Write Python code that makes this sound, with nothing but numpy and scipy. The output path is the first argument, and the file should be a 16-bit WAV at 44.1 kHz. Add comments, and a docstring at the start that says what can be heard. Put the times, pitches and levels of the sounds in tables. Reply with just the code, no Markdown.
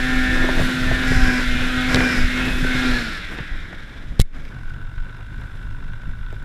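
"""Snowmobile digging through deep snow

A twin-cylinder two-stroke bites into deep snow three times at full throttle, then runs down to a rattling idle.
One crank phase drives exhaust tones, panel whine and firing clatter; noise makes the snow, track hiss and wind.
It is heard from a cased camera on the rider: wind buffets it, lumps of snow knock on it,
and one hard bump overloads it and makes its limiter duck."""
import sys
import numpy as np
from scipy import signal
from scipy.fft import rfft, irfft, next_fast_len
from scipy.io import wavfile
from scipy.ndimage import uniform_filter1d, minimum_filter1d

SR = 44100
rng = np.random.default_rng(int(sys.argv[2]) if len(sys.argv) > 2 else 0)


def store_pcm(level_fs):
    """Save levels as 16-bit WAV."""
    pcm = np.round(np.clip(level_fs, -1, 1) * 32767).astype(np.int16)
    wavfile.write(sys.argv[1], SR, np.atleast_2d(pcm).T)


N = 284004

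# tone of the driven track, also of the snap of a clack: [f/Hz, relative level/dB]
TRACK_TONE = [(1300, -43), (1900, 5), (2300, 0), (3000, -3), (4100, -8), (4700, -36), (6500, -58)]
# tone of fine snow spray, also of ice ticks: [f/Hz, relative level/dB]
SPRAY_TONE = [(3500, 2), (6200, -3), (9000, -2), (11500, -11.5), (13500, -9.5), (15300, -20.5)]


def from_db(db):
    """Turn decibels into gain."""
    return 10 ** (np.asarray(db) / 20)


def rms_one(x):
    """Scale to rms 1."""
    return x / np.sqrt(np.mean(x ** 2) + 1e-20)


def in_time(*tables):
    """Join curve tables; give one value per sample for each column after the time."""
    s, *columns = np.vstack(tables).T
    return [np.interp(np.arange(N) / SR, s, c) for c in columns]


def drift(rate):
    """Slow random wander with rms 1; the rate in Hz sets how fast it moves."""
    step = 40   # samples between the random points
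    r = np.exp(-2 * np.pi * step * rate / SR)
    points = rng.standard_normal(N // step + 2002)
    slow = signal.lfilter([1], [1, -2 * r, r * r], points)[2000:]   # drop the settling of the filter
    return np.interp(np.arange(N) / step, np.arange(len(slow)), rms_one(slow))


def colour(x, spectrum):
    """Shape a sound by its own spectrum and by the resonances of the case; rms 1."""
    # resonances of the camera case: [f/Hz, width/Hz, boost/dB]
    case_modes = [(1620, 334, 9.5), (2276, 400, 5), (3544, 800, 8.5), (5100, 610, 3), (7320, 480, 3.5),
                  (11380, 2800, 8)]
    size = next_fast_len(N)
    hz = np.maximum(np.fft.rfftfreq(size, 1 / SR), 1)
    points_hz, points_db = np.transpose(spectrum)
    level_db = np.interp(np.log(hz), np.log(points_hz), points_db)
    octaves_outside = np.abs(np.log2(hz / np.clip(hz, points_hz[0], points_hz[-1])))
    level_db = level_db - 20 * octaves_outside
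    for f, width, db in case_modes:
        level_db = level_db + db / (1 + (2 * (hz - f) / width) ** 2)
    return rms_one(irfft(rfft(x, size) * from_db(level_db), size)[:N])


def resonate(x, hz, width):
    """Two-pole resonance with gain 1 at its peak; width in Hz."""
    r = np.exp(-np.pi * width / SR)
    zeros = np.array([1, 0, -1]) * (1 - r * r) / 2
    poles = [1, -2 * r * np.cos(2 * np.pi * hz / SR), r * r]
    return signal.lfilter(zeros, poles, x + 1e-18)


def noise(flutter_db, rate):
    """White noise whose level flutters."""
    return rng.standard_normal(N) * from_db(flutter_db * drift(rate))


def burst(s, decay):
    """Envelope that jumps to 1 at time s and dies away."""
    age = np.arange(N) / SR - s
    return (age >= 0) * np.exp(-np.clip(age / decay, 0, 50))


def swell(s, length):
    """Smooth rise to 1 and fall, centred on time s."""
    out = np.zeros(N)
    at = np.arange(max(int((s - length / 2) * SR), 0), min(int((s + length / 2) * SR), N))
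    out[at] = np.cos(np.pi * (at / SR - s) / length) ** 2
    return out


def ramp_up(s, length):
    """Straight rise from 0 to 1, starting at time s."""
    return np.clip((np.arange(N) / SR - s) / length, 0, 1)


def load():
    """Engine load: 1 under throttle, fading to 0 over a quarter second as it shuts."""
    shut_s, unload_s = 2.91, 0.25
    return 1 - ramp_up(shut_s, unload_s)


def clutch_free():
    """Rises from 0 to 1 as the clutch lets go of the belt."""
    free_s, opening_s = 4.49, 0.025
    return ramp_up(free_s, opening_s)


def bite():
    """How deep the track digs: each dig sets in, holds and lets go."""
    # the track bites into the snow: [start t/s, length t/s, depth 0-1]
    digs = [(1.04, 0.42, 0.76), (1.873, 0.37, 0.92), (2.72, 0.49, 0.51)]
    edge_s = 0.041
    return sum(depth * (ramp_up(s, edge_s) - ramp_up(s + length - edge_s, edge_s)) for s, length, depth in digs)


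def by_revs(speed, full_db, halving_db, unloaded_db, least_db):
    """Gain that loses halving_db per halving of the revs and unloaded_db off load, above a floor of least_db."""
    driven = from_db(full_db + halving_db * np.log2(speed / speed[0]) - unloaded_db * (1 - load()))
    return np.hypot(driven, from_db(least_db))


def throb(turns):
    """The driven track jerks once a crank turn, pulsing the gain of spray and whirr."""
    depth = .45
    return 1 + depth * load() * np.cos(2 * np.pi * turns)


def firing_samples(turns):
    """Both cylinders fire once a turn, half a turn apart."""
    return np.flatnonzero(np.diff(np.floor(2 * turns)) > 0)


def firings(turns, uneven_db, length):
    """Two rounded pulses a turn, each of its own strength; levelled to a running rms near 1."""
    at = firing_samples(turns)
    kicks = np.zeros(N)
    kicks[at] = from_db(uneven_db * np.clip(rng.standard_normal(len(at)), -2, 1.5))
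    pulses = signal.oaconvolve(kicks, np.hanning(int(length * SR) + 3), "same")
    return pulses / np.sqrt(uniform_filter1d(pulses ** 2, size=SR // 4) + 1e-9)


def orders(turns, multiples, wander_db):
    """Sines on multiples of the crank rate; each swells and fades by chance, the higher ones more."""
    phase = 2 * np.pi * turns
    out = 0
    for k, db in multiples:
        level = from_db(db + wander_db * np.sqrt(k / 2) * drift(2.2))
        out = out + level * np.sin(round(k) * phase + rng.uniform(0, 2 * np.pi))
    return out


def exhaust(turns, speed):
    """The tuned pipe sings at the firing rate under load and falls silent as the revs sink."""
    # low exhaust orders: [multiple of crank rate, relative level/dB]
    pipe_orders = [(1, -13), (2, 2.5), (3, -18), (4, -16.5), (5, -20.5), (6, -17.5), (8, -20)]
    # exhaust note while on the pipe: [t/s, level/dB]
    note_curve = [(0.0, -24.5), (0.48, -22), (0.86, -25), (1.37, -21.5), (1.46, -29), (1.56, -25),
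                  (1.71, -28.5), (1.75, -23.5), (1.94, -26), (1.96, -22), (2.18, -24.5), (2.28, -30),
                  (2.46, -23), (2.55, -29.5), (2.92, -22), (3.08, -37), (3.3, -67)]
    on_pipe = np.clip((speed - 78) / 12, 0, 1)
    return on_pipe * from_db(in_time(note_curve)[0]) * rms_one(orders(turns, pipe_orders, wander_db=2.0))


def machinery(turns, speed):
    """Engine block and track: crank harmonics, clatter on every firing, and the clutch ringing at idle."""
    # the rider's body comes between machine and camera: [middle t/s, length t/s, loss level/dB]
    shades = [(0.758, 0.26, 0), (1.725, 0.19, 1), (2.294, 0.2, 0), (2.565, 0.26, 3.5)]
    # clatter of the engine block: [f/Hz, relative level/dB]
    clatter_tone = [(500, -36), (850, -30), (1150, -18), (1400, 5.5), (1800, -9), (2300, -24),
                    (3200, -23.5), (6000, -13.5)]
    # rasp of the biting track: [f/Hz, relative level/dB]
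    rasp_tone = [(4000, -4), (4900, 1.5), (5500, 1.5), (6300, -18), (8000, -12)]
    # gliding whirr of the fast-spinning track, rising, then sinking as the throttle shuts:
    # [start t/s, length t/s, from f/Hz, to f/Hz, level/dB before fades]
    track_whirrs = [(1.42, 0.56, 2270, 4105, -37), (2.18, 0.45, 2200, 3310, -37),
                    (2.7, .39, 3400, 4160, -34.5), (3.0, 0.31, 4150, 3490, -42.5)]
    # sinking hiss of the slipping belt in a dig: [start t/s, length t/s, from f/Hz, to f/Hz, level/dB before fades]
    belt_slips = [(1.06, .42, 5430, 4940, -42.5), (1.97, 0.31, 5400, 4950, -40)]

    dig, free = bite(), clutch_free()
    # share of full clatter power: running free, added by a full bite, and returning off load
    rough = np.sqrt(np.clip(0.19 + 0.28 * dig + (1 - load()) ** 3, 0, 1))
    shade = from_db(-sum(db * swell(s, length) for s, length, db in shades))
    overlap = 1.4 + speed / 220   # fast firings run together, slow ones stand apart
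    slaps = rng.standard_normal(N) * (overlap + firings(turns, uneven_db=5.5, length=0.02))

    line_gain = by_revs(speed, full_db=-36.5, halving_db=14, unloaded_db=0, least_db=-85)
    lines = whine(turns + .001 * drift(60), speed, line_gain * shade)

    block_gain = by_revs(speed, full_db=-26, halving_db=24, unloaded_db=7, least_db=-53.5)
    block = block_gain * from_db(-5 * free) * colour(slaps, clatter_tone)   # 5 dB less once the clutch is free

    track_gain = by_revs(speed, full_db=-27, halving_db=8.5, unloaded_db=9, least_db=-74)
    settling_db = 1 - ramp_up(0, 2.8)   # the track starts 1 dB louder and settles
    track = track_gain * from_db(settling_db) * colour(slaps, TRACK_TONE)

    rasp_gain = by_revs(speed, full_db=-51.5, halving_db=14.5, unloaded_db=-4.5, least_db=-73.5)
    rasp = rasp_gain * from_db(10.5 * dig) * colour(slaps, rasp_tone)

    whirr = shade * rushes(track_whirrs, width_hz=830)
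    slip = rushes(belt_slips, width_hz=590)
    rushing = throb(turns) * (rasp + whirr + slip)
    body = shade * hollow(digging(rough * (block + track)))
    return lines + body + rushing + from_db(-46) * free * clutch(turns)


def whine(turns, speed, gain):
    """Crank orders slide through the resonances of the panels; each flutters, and some sing out for a moment."""
    # how strongly hood and tunnel radiate a crank order: [f/Hz, level/dB]
    panel_curve = [(900, -24), (1150, -19), (1400, -3), (1650, -1.5), (1900, -6.5), (2400, -8.5),
                   (2750, -9.5), (3150, -17.5), (3600, -12.5), (4300, -19)]
    # orders that sing out as the rider moves: [multiple of crank rate, middle t/s, length t/s, level/dB at the top]
    singing_orders = [(10, 1.78, .35, -33), (11, .15, .5, -31), (11, .72, .5, -32), (11, 2.88, .3, -32),
                      (12, 1.79, .26, -28), (12, 2.08, .25, -31), (12, 2.69, .2, -28), (13, .3, .8, -28),
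                      (13, .97, .22, -28), (13, 1.27, .32, -27), (13, 2.09, .22, -28), (13, 2.81, .18, -29),
                      (13, 3.07, .2, -35), (14, .3, .95, -24), (14, .93, .3, -24.5), (14, 2.96, .18, -26.5),
                      (14, 3.14, .18, -38), (15, 1.83, .25, -34), (16, 1.39, .2, -31), (17, .3, .7, -31),
                      (17, 1.52, .24, -31), (17, 1.83, .26, -28.5), (17, 2.35, .3, -29.5),
                      (17, 2.75, .28, -28.5), (18, .27, .25, -33), (18, 2.2, .2, -32), (18, 3.15, .14, -37),
                      (19, 1.32, .25, -32), (19, 1.6, .25, -33), (19, 2.05, .42, -26.5),
                      (19, 2.87, .25, -35), (20, 1.63, .35, -35), (20, 2.48, .42, -30.5),
                      (21, 2.46, .3, -35), (27, 2.65, .6, -41), (28, 2.85, .2, -39)]
    hz, db = np.transpose(panel_curve)
    out = 0
    for k in range(9, 37):
        level_db = np.interp(k * speed, hz, db) + 2.5 * drift(3.5)   # slow swelling
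        singing = sum(from_db(peak_db) * swell(s, length)
                      for order, s, length, peak_db in singing_orders if order == k)
        level = np.hypot(np.sqrt(2) * gain * from_db(level_db), singing)
        flutter = from_db(2 * drift(30))
        out = out + level * flutter * np.sin(2 * np.pi * (k * turns + rng.random()))
    return out


def digging(x):
    """In a dig, packed snow takes the ring out of the track tunnel; the strained clutch cover howls."""
    # howls of the clutch cover in a deep bite: [middle t/s, length t/s]
    howl_times = [(1.264, 0.23), (2.083, 0.16)]
    tunnel_ring = resonate(x, hz=3550, width=1200)
    howl = 2 * sum(swell(s, length) for s, length in howl_times) * resonate(x, hz=1570, width=54)
    return x + howl - bite() * tunnel_ring


def hollow(x):
    """A hood reflection cancels one band, which slides as the rider moves and slowly fills in again."""
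    # sliding hollows: [start t/s, length t/s, from f/Hz, to f/Hz, depth 0-1 at the start]
    hollow_bands = [(0, 1.05, 2850, 2050, .55), (3.05, 1.1, 2520, 2680, .5)]
    width_hz = 670
    lowpass = signal.butter(1, width_hz / 2, fs=SR, output="sos")
    out = x.copy()
    for s, length, from_hz, to_hz, depth in hollow_bands:
        at = np.arange(int(s * SR), int((s + length) * SR))
        carrier = np.exp(2j * np.pi * np.cumsum(np.linspace(from_hz, to_hz, len(at))) / SR)
        band = signal.sosfilt(lowpass, x[at] / carrier)   # shift the band to 0 Hz and isolate it
        fade = np.sqrt(np.linspace(1, 0, len(at)))
        out[at] -= depth * fade * 2 * np.real(band * carrier)
    return out


def rushes(rows, width_hz):
    """Narrow rushes of noise that glide in pitch, fading in and out."""
    out = np.zeros(N)
    lowpass = signal.butter(2, width_hz / 2, fs=SR, output="sos")
    a, b = signal.sosfilt(lowpass, rng.standard_normal((2, N)))
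    for s, length, from_hz, to_hz, db in rows:
        at = np.arange(int(s * SR), int((s + length) * SR))
        phase = 2 * np.pi * np.cumsum(np.linspace(from_hz, to_hz, len(at))) / SR
        fade = np.sqrt(np.abs(np.sin(np.linspace(0, np.pi, len(at)))))
        out[at] += from_db(db) * fade * rms_one(a[at] * np.cos(phase) + b[at] * np.sin(phase))
    return out


def clutch(turns):
    """Every firing throws the loose weights against the sheave, a little early or late; running rms near 1."""
    jitter_s, uneven_db = .001, 1.8
    drag = .006   # between blows the weights drag on the sheave and keep it ringing
    at = firing_samples(turns)
    lag, size = rng.standard_normal((len(at), 2)).T
    hits = np.zeros(N)
    hits[np.clip(at + (lag * jitter_s * SR).astype(int), 0, N - 1)] = from_db(uneven_db * size)
    ringing = sheave(hits + drag * rng.standard_normal(N))
    return ringing / np.sqrt(uniform_filter1d(ringing ** 2, size=SR // 4) + 1e-16)


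def sheave(hits):
    """The clutch sheave rings in its modes, in a blend that changes from blow to blow."""
    # modes of the sheave: [f/Hz, width/Hz, relative level/dB]
    sheave_modes = [(984, 160, -1.5), (1363, 24, 1), (1494, 44, 8), (1552, 42, 1), (2200, 170, -13),
                    (2740, 180, -7), (3640, 360, -10.5)]
    out = 0
    for hz, width, db in sheave_modes:
        struck = hits * from_db(db + 2 * drift(27))   # blows land on different spots
        ringing = resonate(struck, hz, width)
        out = out + resonate(ringing, hz, 170) / np.sqrt(width)   # a soft contact rounds each blow
    return out


def clacks():
    """Now and then a clutch weight hits its stop hard: a ring of the sheave with a dry snap."""
    # hard clacks: [t/s, strength level/dB]
    clack_hits = [(4.7057, -35), (4.815, -32), (4.9861, -35), (5.0345, -35), (5.0554, -36), (5.0953, -34),
                  (5.416, -35), (5.472, -35), (5.9339, -31), (6.2642, -33)]
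    snap_db = -9   # relative to the strength of the clack
    hits = np.zeros(N)
    for s, db in clack_hits:
        hits[int(s * SR)] = from_db(db)
    ringing = sheave(hits)
    snap_level = sum(from_db(db + snap_db) * burst(s, 0.0015) for s, db in clack_hits)
    snap = snap_level * colour(rng.standard_normal(N), TRACK_TONE)
    return hits.max() * ringing / np.abs(ringing).max() + snap


def lugs():
    """The track's lugs drone on the snow at their own rate, which rubs against the exhaust note."""
    # lugs as the track spins up: [t/s, lug rate f/Hz, level/dB]
    lug_curve = [(0, 280, -48), (.2, 305, -42), (.35, 328, -30.5), (.6, 338, -33), (.9, 346, -44),
                 (1.3, 350, -68)]
    per_s, level_db = in_time(lug_curve)
    passed = np.cumsum(per_s * (1 + 0.0047 * drift(7.7))) / SR
    return from_db(level_db) * np.sin(2 * np.pi * passed)


def snow(turns, speed):
    """The track churns the snow and throws up a fine hissing spray, both made of fluttering noise."""
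    # loose snow over the camera: [middle t/s, length t/s, spray rise level/dB, churn rise level/dB]
    powder = [(0.634, 0.32, 7, 3), (2.55, 0.36, 4, 2), (3.335, 0.12, 13, 4), (4.404, 1, 0, 6.5),
              (5.5, 0.81, 3, 1)]
    # dull churning: [f/Hz, relative level/dB]
    churn_tone = [(120, 0), (280, 6.5), (400, -0.5), (600, -3.5), (850, -7), (1200, -6), (2000, -11.5)]
    dig = bite()
    # a full bite takes 6.5 dB from the spray and adds 6 dB to the churn
    spray_db = -6.5 * dig + sum(db * swell(s, length) for s, length, db, _ in powder)
    churn_db = 6 * dig + sum(db * swell(s, length) for s, length, _, db in powder)
    spray_gain = by_revs(speed, full_db=-46.5, halving_db=9, unloaded_db=16, least_db=-66.5)
    churn_gain = by_revs(speed, full_db=-32.5, halving_db=7, unloaded_db=3, least_db=-56)
    spray = spray_gain * from_db(spray_db) * colour(noise(flutter_db=1.1, rate=92), SPRAY_TONE)
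    churn = churn_gain * from_db(churn_db) * colour(noise(flutter_db=2.5, rate=7.5), churn_tone)
    return throb(turns) * spray + churn


def bump():
    """The rider's arm hits the case: it is shoved in, sways on its mount and rings, and cloth scrapes across it."""
    # shoves on the case: [t/s, push in full scales before filtering, length t/s]
    shoves = [(4.196, -3, 0.0037), (4.209, 1.5, 0.007)]
    # cloth scraping over the case: [t/s, relative level/dB, decay t/s]
    scrapes = [(4.194, -26, 0.0036), (4.2, -3, 0.0022), (4.207, -13.5, 0.0042), (4.215, -4.5, 0.0019)]
    # scraping cloth: [f/Hz, relative level/dB]
    scrape_tone = [(600, -9), (2000, 2), (4000, -5), (8000, 3), (13000, -8), (15000, -12)]
    t = np.arange(N) / SR
    push = sum(size * np.sin(np.pi * np.clip((t - s) / length, 0, 1)) ** 2 for s, size, length in shoves)
    thump = signal.sosfilt(signal.butter(1, [5, 130], "band", fs=SR, output="sos"), push + 1e-18)
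    sway = 2.9 * resonate(push, hz=14, width=11)
    scrape_level = sum(from_db(db) * burst(s, decay) for s, db, decay in scrapes)
    scrape = scrape_level * colour(rng.standard_normal(N), scrape_tone)
    ping = 1.3 * resonate(scrape, hz=2170, width=40)
    ring = 2.0 * resonate(scrape, hz=4020, width=570)
    return thump + sway + 0.56 * scrape + ring + ping


def knocks():
    """Soft lumps thud on the case, crust cracks against it, and ice gives short ticks."""
    # snow lumps on the case: [t/s, strength level/dB, thud pitch f/Hz]
    lumps = [(0.443, -4, 480), (0.489, 0, 560), (0.594, -4, 560), (0.617, -6, 600), (0.913, -3, 643),
             (0.984, -8, 400), (1.118, -2, 420), (1.945, -2, 400), (1.958, -2, 340), (1.969, -6, 320),
             (2.003, -2, 369), (2.645, -6, 342), (3.386, -12, 480), (3.726, -22, 320), (4.12, -24, 423),
             (6.327, -16, 280)]
    # what a thud rings with: [multiple of its pitch, width/Hz, level/dB]
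    thud_modes = [(.25, 69, 1.5), (.6, 114, 3), (1, 158, -1)]
    # hard crust cracking: [t/s, peak level/dB, pitch f/Hz, decay t/s]
    crust_cracks = [(1.9452, -4, 3800, .0014), (1.9582, -11, 3400, .0015), (1.9695, -11, 1600, .0008),
                    (2.0052, -7, 1600, .0008), (3.386, -19, 1700, .003), (3.727, -24, 1600, .003)]
    # sharp ticks of ice: [t/s, level/dB]
    ice_ticks = [(1.9453, -19), (1.9598, -25), (3.134, -38), (3.3164, -45), (4.6332, -52), (4.698, -49),
                 (5.4104, -51), (6.3273, -47), (6.3533, -52), (6.4271, -47)]
    thuds, grit = np.zeros(N), rng.standard_normal(N)
    for s, db, pitch_hz in lumps:
        contact = from_db(db) * burst(s, 0.0065) * grit
        for ratio, width, mode_db in thud_modes:
            thuds += from_db(mode_db) * resonate(contact, pitch_hz * ratio, width)
    # snow is soft: no sharp edge
    thuds = signal.sosfilt(signal.butter(2, 850, fs=SR, output="sos"), thuds)
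    cracks = sum(from_db(db) * crack(grit, s, hz, decay) for s, db, hz, decay in crust_cracks)
    ticks = sum(from_db(db) * burst(s, .0017) for s, db in ice_ticks)
    return thuds + cracks + ticks * colour(rng.standard_normal(N), SPRAY_TONE)


def crack(grit, s, hz, decay):
    """A very brief burst of grit ringing in the case, with a duller body under it; peak 1."""
    # what a crack rings with: [multiple of its pitch, relative level/dB]
    ring_modes = [(.42, -6), (1, 0)]
    contact = burst(s, decay) * grit
    ringing = 0
    for ratio, db in ring_modes:
        centre = hz * ratio
        width = 0.4 * centre
        rung = resonate(resonate(contact, centre, width), centre, width)
        ringing = ringing + from_db(db) / np.sqrt(ratio) * rung
    return ringing / np.abs(ringing).max()


def thumps():
    """The rider's body jolts the mount, and each jolt rocks the camera for a few dull cycles."""
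    # jolts of the mount: [t/s, level/dB, pitch f/Hz]
    jolts = [(1.108, -17, 150), (1.776, -17, 100), (1.945, -7, 110), (2.628, -13, 135), (2.75, -15, 125),
             (2.905, -19, 130), (3.404, -20, 140)]
    rise_s = 0.0023   # time to swell; the fall is slower
    out, age = np.zeros(N), np.arange(SR // 8) / SR
    envelope = age / rise_s * np.exp(1 - age / rise_s)
    for s, db, pitch_hz in jolts:
        at = int(s * SR) + np.arange(len(age))
        out[at] += from_db(db) * envelope * np.sin(2 * np.pi * pitch_hz * age)
    return out


def jacket():
    """Stiff cloth rustles in small uneven grains as the rider shifts."""
    # rustles: [middle t/s, length t/s, level/dB]
    rustles = [(4.442, 0.55, -52), (4.677, .16, -54), (5.4, .32, -57), (6.33, 0.15, -64)]
    # stiff cloth: [f/Hz, relative level/dB]
    cloth_tone = [(1700, -2), (2150, 6), (2750, 1), (3600, -12), (5000, -7), (7500, -19), (12000, -25)]
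    level = sum(from_db(db) * swell(s, length) for s, length, db in rustles)
    return level * colour(noise(flutter_db=4, rate=90), cloth_tone)


def rumble(turns):
    """Wind buffets the case; at idle the silencer puffs unevenly and the chassis rocks once a turn."""
    # gusts as the rider heaves about, lulls if negative:
    # [middle t/s, length t/s, wind rise level/dB, buffeting rise level/dB]
    gusts = [(0.164, 0.13, 2.5, 0), (0.374, 0.26, 5, 2), (0.616, 0.19, 6, 10.5), (0.74, 0.2, -17, 4.5),
             (0.915, 0.23, 5, 8.5), (1.132, 0.24, 2, 11), (1.222, 0.24, 9, 2.5), (1.575, 0.29, 7.5, 4.5),
             (1.737, 0.11, -2, -18), (1.994, 0.17, 3, 9), (2.236, 0.15, 12.5, 2), (2.545, 0.35, 1, 2),
             (2.13, .14, -12, 8), (2.908, 0.23, 4, -25), (3.544, 0.15, 7, 5), (3.912, 0.29, -4, -1),
             (4.112, 0.18, 5, 8), (4.67, 0.1, 5.5, -4), (5.015, 0.13, 7, -3), (5.16, 0.3, -35, -7),
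             (5.393, 0.14, 1, 5.5), (6.087, 0.074, 7, 15), (6.26, 0.33, 4.5, -1)]
    # puffs of the silencer: [f/Hz, relative level/dB]
    puff_tone = [(40, 0.5), (80, -2.5), (110, 5), (150, -0.5), (220, -44), (450, -36), (750, -25),
                 (1100, -27.5)]
    # buffeting: [f/Hz, relative level/dB]
    buffet_tone = [(35, -16), (75, 1), (130, -0.5), (180, -3.5), (260, -10.5), (450, -38), (1000, -49)]
    # deep wind: [f/Hz, relative level/dB]
    wind_tone = [(8, -35), (18, 6.5), (28, -7.5), (45, -6.5), (70, -17), (150, -37), (500, -88)]
    driving, idling = load(), clutch_free()
    # each pair of levels: driving, at rest
    wind_db = np.interp(-driving, [-1, 0], (-22.5, -29.5))
    buffet_db = np.interp(-driving, [-1, 0], (-34.5, -42.5))
    wind_db = wind_db + sum(db * swell(s, length) for s, length, db, _ in gusts)
    buffet_db = buffet_db + sum(db * swell(s, length) for s, length, _, db in gusts)
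    breath = 1 + 9 * rng.standard_normal(N)
    puffs = colour(firings(turns, uneven_db=2.5, length=0.0082) * breath * idling, puff_tone)
    rocking = from_db(-32.5) * idling * np.sin(2 * np.pi * turns)
    buffet = from_db(buffet_db) * colour(noise(flutter_db=2.0, rate=24), buffet_tone)
    wind = from_db(wind_db) * colour(noise(flutter_db=1.3, rate=36), wind_tone)
    return from_db(-42) * puffs + rocking + buffet + wind


def scene():
    """Mix the machine, driven by one crank phase, with the snow, the wind and the touches on the camera."""
    # crank under throttle: [t/s, turn rate f/Hz]
    throttle_revs = [(0.0, 127.7), (0.45, 127.6), (0.8, 126.8), (1.13, 128.6), (1.3, 125.7), (1.48, 124.5),
                     (1.69, 126.4), (1.92, 127.2), (2.2, 123.9), (2.45, 127.1), (2.87, 126.5), (3.0, 120.5)]
    # crank with the throttle shut: [t/s, turn rate f/Hz]
    run_down_revs = [(3.1, 105), (3.15, 97.3), (3.2, 92), (3.35, 80), (3.7, 60), (4.0, 44.5), (4.3, 28.2),
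                     (4.55, 23), (4.98, 23), (5.17, 25.4), (5.5, 26), (6.3, 25.8)]
    speed, = in_time(throttle_revs, run_down_revs)
    unsteady = .001 + .015 * np.clip(1 - speed / 90, 0, 1)   # a two-stroke stumbles at low revs
    turns = np.cumsum(speed * (1 + unsteady * drift(25))) / SR
    machine = exhaust(turns, speed) + machinery(turns, speed) + clacks() + lugs()
    touches = bump() + knocks() + thumps() + jacket()
    return (machine + snow(turns, speed) + touches + rumble(turns))[None]


def limiter(x, threshold_db, hold, release_db_per_s, attack):
    """Peaks over the threshold pull the gain down; it is held, then let go at a steady rate in dB."""
    over = np.maximum(20 * np.log10(np.abs(x) + 1e-9) - threshold_db, 0)
    size = int(hold * SR) // 2 * 2 + 1
    held = -minimum_filter1d(-over, size, origin=size // 2, mode="constant")
    ramp = release_db_per_s * np.arange(N) / SR
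    cut_db = np.maximum.accumulate(held + ramp) - ramp
    pole = np.exp(-1 / (attack * SR))   # smooths the onset and the release
    return x * from_db(-signal.lfilter([1 - pole], [1, -pole], cut_db))


def record(dry):
    """The camera limits, clips what still overloads, and cuts the top above 15.4 kHz."""
    limited = limiter(dry[0], threshold_db=-0.5, hold=0.098, release_db_per_s=283, attack=0.0021)
    clipped = np.clip(limited, -1, 1)
    return signal.sosfilt(signal.ellip(10, .1, 80, 15400, fs=SR, output="sos"), clipped)[None]


dry = scene()
out = record(dry)
store_pcm(out)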